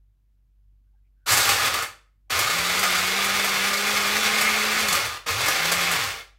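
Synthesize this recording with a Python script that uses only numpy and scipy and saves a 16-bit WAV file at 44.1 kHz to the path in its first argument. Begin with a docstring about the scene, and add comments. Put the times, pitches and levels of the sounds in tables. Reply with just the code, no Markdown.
"""A low wavering hum stands in a quiet kitchen; faint rubs follow, then a blender is pulsed three times.
The rattle is random contacts of ice, coloured as cracks and splinters, shaped by fixed resonances.
Big lumps shatter in short bursts; the unbalanced rotor adds sines at multiples of its turning speed.
The small hard room answers the ice with a dense tail of decaying noise."""
import sys
import numpy as np
from scipy import signal
from scipy.fft import rfft, irfft
from scipy.io import wavfile

SR = 44100
rng = np.random.default_rng(int(sys.argv[2]) if len(sys.argv) > 2 else 0)


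def put_to_file(sound):
    """Save the sound as 16-bit audio at rate SR, in the file named by the first command-line argument."""
    columns = np.atleast_2d(sound).T  # one column per channel
    safe = np.clip(columns, -1, 1)
    whole_steps = np.round(safe * 32767)
    wavfile.write(sys.argv[1], SR, whole_steps.astype(np.int16))


N = 281358

# Relative spectral density of ice cracks: pitch_hz [Hz], density_db [dB per Hz]
CRACK_SPECTRUM = [(60, -23.5), (150, -13), (300, -12.5), (600, -6.5), (900, -8.5), (1200, -1.5), (1600, -5),
                  (2300, -2.5), (3100, -6), (5000, -8.5), (9000, -17.5), (16000, -21)]
# Relative spectral density of bright splinters: pitch_hz [Hz], density_db [dB per Hz]
SPLINTER_SPECTRUM = [(1760, -21.5), (3000, -30.5), (3500, -10.5), (3850, 2), (4650, 0.5), (5270, -5),
                     (8050, -2), (8940, -8), (13900, -7), (15800, -18)]
HOLLOW_HZ, HOLLOW_WIDTH_HZ = 1216.6, 71   # loose ice knocks the jug wall
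# Whir and counter levels are over the rattle, at a speed of COUNTER_HZ turns per s; widths are per pass.
COUNTER_HZ, COUNTER_DB, COUNTER_DB_PER_OCTAVE = 92, -16.5, -11.5   # booms most while the rotor is slow
BOOM_LAG_S = 0.058   # the counter takes up the shaking a little late
WHIR_HZ, WHIR_WIDTH_HZ, WHIR_DB, WHIR_DB_PER_OCTAVE = 2220, 720, -16.5, 9.5


def ice():
    """Superposition of random impacts: rattle, splinters, hollow wall ring, swept whir and counter boom."""
    gate, rattle_db, splinter_db, hollow_db = rattle_levels()
    octaves = np.log2(rotor_speed()[1] / COUNTER_HZ)
    blows = contacts(6000, spread_db=2.5, clump_db=1.0)
    cracks = coloured(blows, CRACK_SPECTRUM)
    shards = contacts(9500, spread_db=2.0, clump_db=2.5)
    splinters = from_db(splinter_db) * coloured(shards, SPLINTER_SPECTRUM)
    knocks = contacts(900, spread_db=0.5, clump_db=2.5)
    hollow = from_db(hollow_db) * rms_one(resonance(knocks, HOLLOW_HZ, HOLLOW_WIDTH_HZ))

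    # crushed ice swept round by the blades, growing with speed
    swept = resonance(rng.standard_normal(N), WHIR_HZ, WHIR_WIDTH_HZ)
    swept = rms_one(resonance(swept, WHIR_HZ, WHIR_WIDTH_HZ))
    whir = from_db(WHIR_DB + WHIR_DB_PER_OCTAVE * octaves + 2.2 * drift(10.6)) * swept

    boom = rms_one(resonance(resonance(blows, COUNTER_HZ, 70), COUNTER_HZ, 64))
    boom_db = COUNTER_DB + COUNTER_DB_PER_OCTAVE * octaves + 4.0 * drift(10)
    taken_up = np.clip(pulses()[1] / BOOM_LAG_S, 0, 1) ** 2
    counter = taken_up * from_db(boom_db) * boom
    return gate * from_db(rattle_db) * (cracks + splinters + hollow + whir + counter)


COAST_POWER = 2.3   # the rattle sinks ever faster while the blades coast
COAST_DULL_DB = 14   # splinters thin out while coasting
JOLT_DB, JOLT_S = 3.5, 0.045   # the starting blades splinter the ice that lies on them
WHOLE_ICE_DB, WHOLE_ICE_S = 4.5, 0.43   # whole cubes splinter brightly in the first pulse, until broken
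LOOSE_KNOCK_DB, LOOSE_S = 4, 0.12   # loose ice knocks the wall most just after a start
SURGE_DB, SURGE_HZ, KNOCK_SURGE_DB, KNOCK_SURGE_HZ = .8, 12, 2, 8.7   # the load comes and goes


def rattle_levels():
    """Excitation follows the rotor: gate and levels of rattle, splinters and hollow ring at every sample."""
    gate, since, coasted, which = pulses()
    rattle_db, splinter_db, hollow_db, loss_db = np.transpose(PULSES)[4:8, which]
    rattle_db = rattle_db - loss_db * coasted ** COAST_POWER + SURGE_DB * drift(SURGE_HZ)
    jolt_db = JOLT_DB * np.exp(-since / JOLT_S)
    whole_db = (which == 0) * WHOLE_ICE_DB * np.exp(-since / WHOLE_ICE_S)
    splinter_db = splinter_db + jolt_db + whole_db - COAST_DULL_DB * coasted
    loose_db = LOOSE_KNOCK_DB * np.exp(-since / LOOSE_S)
    hollow_db = hollow_db + loose_db + KNOCK_SURGE_DB * drift(KNOCK_SURGE_HZ)
    return gate, rattle_db, splinter_db, hollow_db


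# Pulses of the blender: switch_on_s [s], switch_off_s [s], rest_s [s], rise_s [s],
# rattle_db [dB before the resonances], splinter_db [dB over rattle], hollow_db [dB over rattle],
# coast_loss_db [dB lost by rest], unbalance_db [dB before the base]
PULSES = [(1.259, 1.492, 1.865, 0.035, -23.5, -7, -6.5, 11.5, -42),
          (2.297, 4.92, 5.192, 0.013, -25.5, -8.5, -9.5, 16, -40),
          (5.26, 5.916, 6.229, 0.0094, -25.5, -13, -15.5, 18.5, -38.5)]
SETTLE_S = 0.018   # closing fade just before the blades rest


def pulses():
    """Run-up and coast-down: gate, time since switch-on, share of the coast-down done, pulse number."""
    t = np.arange(N) / SR
    on, off, rest, rise = np.transpose(PULSES)[:4]
    which = np.clip(np.searchsorted(on, t) - 1, 0, None)
    since = t - on[which]
    gate = np.clip(np.minimum(since / rise[which], (rest[which] - t) / SETTLE_S), 0, 1)
    coasted = np.clip((t - off[which]) / (rest - off)[which], 0, 1)
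    return gate, np.maximum(since, 0), coasted, which


# Big lumps struck by a blade: start_s [s], peak_db [nominal dB before the resonances],
# splinter_db [dB over cracks]
LUMPS = [(1.2845, -19, 7), (1.318, -3.5, 0), (1.331, -10, -1.5), (1.3713, -4.5, 1.5), (1.3894, -9.5, -1),
         (1.45, -11, -1), (1.488, -3.5, -2.5), (1.656, -7.5, -6), (1.737, -10, -7), (1.8215, -11.5, -5),
         (2.389, -9, -0.5), (2.79, -9, -4), (2.828, -4, -13), (2.9498, -11, -3.5), (3.24, -13, 2),
         (3.441, -10, -3), (3.9494, -15, -1), (4.35, -21, -3), (4.409, -6, -1.5), (4.8053, -13, -5),
         (4.8824, -16.5, 9), (4.925, -9.5, 1), (4.9494, -11, -4), (5.0524, -14, -7), (5.288, -16, -7),
         (5.457, -7.5, -8), (5.479, -5.5, -6.5), (5.65, -11, -4), (5.716, -6, 0), (5.8087, -14.5, 1),
         (5.911, -7, -2.5), (6.034, -20, 3.5)]
SHARD_CREST_DB = 13.5   # nominal peaks of a shattering lump over its rms
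SHATTER_RISE_S, LUMP_T60_S = 0.0037, 0.12
LUMP_KNOCK_DB = -12.5   # each lump also knocks the wall


def lumps():
    """Brittle fracture: each struck lump is a burst of cracks that swells quickly and dies exponentially."""
    t, burst, bright = np.arange(N) / SR, np.zeros(N), np.zeros(N)
    for start_s, peak_db, splinter_db in LUMPS:
        rise = np.clip((t - start_s) / SHATTER_RISE_S, 0, 1)
        decay_db = 60 * np.clip(t - start_s, 0, 1) / LUMP_T60_S
        shape = rise * from_db(peak_db - SHARD_CREST_DB - decay_db)
        burst += shape
        bright += from_db(splinter_db) * shape
    shards = contacts(8000, spread_db=1.0, clump_db=1.5)
    wall = rms_one(resonance(burst * shards, HOLLOW_HZ, HOLLOW_WIDTH_HZ))
    knock = from_db(LUMP_KNOCK_DB) * wall * np.std(burst)
    return burst * coloured(shards, CRACK_SPECTRUM) + bright * coloured(shards, SPLINTER_SPECTRUM) + knock


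# Fixed resonances of the rattle, from jug, base and room:
# pitch_hz [Hz], width_hz [Hz], lift_db [dB, of this resonance alone]
RESONANCES = [(456, 23, 5), (560, 32, 1.5), (796, 24, 9), (1090, 28, 2), (1170, 26, -4.5), (1449, 53, 5),
              (1688, 40, 4.5), (1790, 49, 2.5), (1994, 14, 3.5), (2156, 15, 7.5), (2295, 44, -1.5),
              (2447, 110, -1.5), (2597, 160, 1.5), (3480, 99, 5.5), (4084, 20, -5), (4446, 91, -6),
              (4463, 110, 6), (5670, 300, 1.5), (6270, 110, 2.5), (6960, 120, 2), (8270, 92, 1)]


def fixed_resonances(x):
    """Resonance: fixed resonances lift or weaken narrow bands of the rattle."""
    for pitch_hz, width_hz, lift_db in RESONANCES:
        x = x + (from_db(lift_db) - 1) * resonance(x, pitch_hz, width_hz)
    return x


# Rotor speed, one table per pulse: time_s [s], speed [turns per s]
SPEED = [
    [(1.45, 88), (1.648, 127), (1.75, 116)],
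    [(2.35, 82), (2.56, 171), (2.73, 180), (2.83, 195), (2.88, 185), (3.0, 180), (3.19, 197), (3.43, 198),
     (3.58, 194), (3.73, 200), (3.93, 207.5), (4.05, 200), (4.19, 211), (4.83, 215), (4.88, 204),
     (5.05, 103)],
    [(5.28, 79), (5.39, 112), (5.452, 150), (5.6, 161), (5.758, 174), (5.94, 175), (6.05, 97)],
]


def rotor_speed():
    """Angular motion: a gate open while each speed table lasts, and the turns per second."""
    return in_time(SPEED, .04)


# How the base passes the unbalance on: pitch_hz [Hz], gain_db [dB]
BASE_PASSES = [(85, -1), (105, -1), (130, -7), (158, -11), (166, -2), (190, -2), (215, 1)]
# Higher orders: multiple of the speed [1], level_db [dB rms at top speed, before wavering]
WHINE = [(6, -45), (7, -42.5), (8, -43.5), (11, -47), (12, -48.5)]
TOP_SPEED, WHINE_DB_PER_OCTAVE = 210.6, 61   # turns per s; the whine grows steeply towards it
SECOND_DB, BASE_HZ, BASE_WIDTH_HZ = -41, 418, 80   # the second order shows where it meets a base mode


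def rotor():
    """Rotating unbalance: forces once and twice a turn waver with the load; a thin whine joins at speed."""
    gate, speed = rotor_speed()
    turn = 2 * np.pi * np.cumsum(speed * (1 + .004 * drift(20))) / SR
    first_db = np.transpose(PULSES)[8, pulses()[3]] + at_hz(BASE_PASSES, speed)
    stumble_db = 0.6 + 6.1 * np.clip(1 - speed / 165, 0, 1)   # a slow rotor is jolted by the ice
    first = from_db(first_db + stumble_db * drift(18)) * np.sin(turn)
    detuning = 2 * (2 * speed - BASE_HZ) / BASE_WIDTH_HZ
    second_db = SECOND_DB - 20 * np.log10(1 + detuning ** 2)
    second = from_db(second_db + 1.0 * drift(8.2)) * np.sin(2 * turn)
    whine = sum(from_db(db + 1.7 * drift(6)) * np.sin(round(order) * turn) for order, db in WHINE)
    whine = whine * from_db(WHINE_DB_PER_OCTAVE * np.log2(speed / TOP_SPEED))
    return np.sqrt(2) * gate * (first + second + whine)


# Fingers on the switch: start_s [s], level_db [dB rms before the swell],
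# pitch_hz [Hz], width_hz [Hz per pass], length_s [s]
HANDLING = [(.86, -92, 1500, 150, .05), (0.917, -85, 794, 150, .06), (.94, -87, 1550, 200, .07),
            (1.04, -85, 2280, 500, .05), (1.153, -76, 1530, 154, 0.29), (2.273, -77.5, 700, 200, 0.02)]


def handling():
    """Friction noise: faint rubs and a creak of plastic, each resonant noise under a half-sine swell."""
    t, out = np.arange(N) / SR, np.zeros(N)
    for start_s, level_db, pitch_hz, width_hz, length_s in HANDLING:
        rub = resonance(rng.standard_normal(N), pitch_hz, width_hz)
        rub = rms_one(resonance(rub, pitch_hz, width_hz))
        swell = np.sin(np.pi * np.clip((t - start_s) / length_s, 0, 1))
        out += from_db(level_db) * rub * swell
    return out


KITCHEN_DB = -4   # reverberation against direct sound


def kitchen(x, count=5):
    """Diffuse reverberation: flying ice is shared among spots that reach the room differently."""
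    shares = np.array([drift(10.2) for _ in range(count)])
    shares /= np.sqrt(np.sum(shares ** 2, axis=0))
    wet = sum(signal.fftconvolve(share * x, room_tail())[:N] for share in shares)
    return (x + from_db(KITCHEN_DB) * wet) / np.sqrt(1 + from_db(2 * KITCHEN_DB))


# Reverberation time of the kitchen: pitch_hz [Hz], t60_s [s]
KITCHEN_T60 = [(60, .4), (300, .36), (1200, .36), (6000, .32), (11000, .28), (16000, .23)]


def room_tail():
    """Exponential decay of a diffuse field: dense noise that dies octave by octave; energy 1."""
    t, tail = np.arange(SR // 2) / SR, 0
    edges_hz = 40 * 2 ** np.arange(0, 9.1)
    for low, high in zip(edges_hz, edges_hz[1:]):
        octave = signal.butter(2, [low, high], "band", fs=SR, output="sos")
        band = signal.sosfilt(octave, rng.standard_normal(SR // 2))
        t60_s = at_hz(KITCHEN_T60, np.sqrt(low * high))
        tail = tail + band * from_db(-60 * t / t60_s) / np.sqrt(t60_s)
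    tail *= t > .003   # the path by the first wall is about a metre longer
    return tail / np.sqrt(np.sum(tail ** 2))


# The wavering hum: time_s [s], level_db [dB rms of the fundamental, before drift]
HUM_LEVEL = [(0, -56), (.2, -63), (.7, -57), (1.25, -60.5), (2.1, -60), (4, -60), (6.38, -57)]
HUM_HZ, HUM_OCTAVE_DB = 48.5, -19   # the octave is relative to the fundamental
# Relative spectral density of room tone: pitch_hz [Hz], density_db [dB per Hz]
QUIET_SPECTRUM = [(25, -36), (50, -10), (70, -20), (100, -17), (160, -28), (300, -36), (450, -46),
                  (900, -49), (3000, -53), (9000, -60), (13000, -55), (16000, -58)]
QUIET_DB = -70.5   # rms


def quiet_kitchen():
    """Harmonic hum over stationary noise: a wavering tone with its octave, and faint room tone."""
    level_db = in_time([HUM_LEVEL], .01)[1]
    turn = 2 * np.pi * HUM_HZ * np.arange(N) / SR
    octave = from_db(HUM_OCTAVE_DB + 2.8 * drift(8)) * np.sin(2 * turn)
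    hum = np.sqrt(2) * from_db(level_db + .8 * drift(6)) * (np.sin(turn) + octave)
    return hum + from_db(QUIET_DB) * coloured(rng.standard_normal(N), QUIET_SPECTRUM)


def contacts(per_s, spread_db, clump_db):
    """Random impact process: clicks of uneven size and either sign that come in clumps; rms 1."""
    sizes = from_db(spread_db * np.minimum(rng.exponential(1, N), 5)) * rng.choice([-1, 1], N)
    struck = rng.random(N) < per_s / SR
    return rms_one(sizes * struck * from_db(clump_db * drift(32)))


def drift(hz):
    """Low-passed chance: a slow random fluctuation of spread 1."""
    low_pass = signal.butter(2, hz, fs=SR, output="sos")
    return rms_one(signal.sosfilt(low_pass, rng.standard_normal(N + SR))[SR:])   # skip the settling


def resonance(x, hz, width_hz):
    """Damped oscillator: a two-pole resonance, gain 1 on top."""
    r = np.exp(-np.pi * width_hz / SR)
    zeros = np.array([1, 0, -1]) * (1 - r * r) / 2
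    poles = [1, -2 * r * np.cos(2 * np.pi * hz / SR), r * r]
    return signal.lfilter(zeros, poles, x)


def coloured(x, spectrum):
    """Causality: a minimum-phase filter with the given spectrum, so that nothing sounds early; rms 1."""
    log_gain = np.log(from_db(at_hz(spectrum, np.linspace(0, SR / 2, 4097))))
    cepstrum = irfft(log_gain)
    cepstrum[1:4096] *= 2   # fold the cepstrum onto positive time
    cepstrum[4097:] = 0
    response = irfft(np.exp(rfft(cepstrum)))
    return rms_one(signal.fftconvolve(x, response)[:N])


def at_hz(points, hz):
    """Logarithmic pitch scale: read a table on a log-frequency axis."""
    points = np.array(points)
    return np.interp(np.log(hz + 1), np.log(points[:, 0]), points[:, 1])


def in_time(tables, fade_s):
    """Linear interpolation: a gate open within each table, then the table columns at every sample."""
    t, gate = np.arange(N) / SR, np.zeros(N)
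    for rows in tables:
        gate += np.clip(np.minimum(t - rows[0][0], rows[-1][0] - t) / fade_s, 0, 1)
    time_s, *columns = np.concatenate(tables).T
    return [gate] + [np.interp(t, time_s, column) for column in columns]


def rms_one(x):
    """Mean power: scale to rms 1."""
    return x / np.sqrt(np.mean(x ** 2) + 1e-20)


def from_db(db):
    """Logarithmic level scale: dB to amplitude gain."""
    return 10 ** (np.asarray(db) / 20)


def scene():
    """Superposition at one microphone: ice in the room, rotor, handling and quiet; both channels alike."""
    ice_in_room = kitchen(fixed_resonances(ice() + lumps()))
    heard = ice_in_room + rotor() + handling() + quiet_kitchen()
    return np.array([heard, heard])


CUTOFF_HZ = 15800


def record(dry):
    """Band limiting: the microphone droops at the top, then the top is cut steeply."""
    dry = signal.sosfilt(signal.butter(2, 17000, fs=SR, output="sos"), dry)
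    return signal.sosfilt(signal.ellip(12, .3, 65, CUTOFF_HZ, fs=SR, output="sos"), dry)


dry = scene()
out = record(dry)
put_to_file(out)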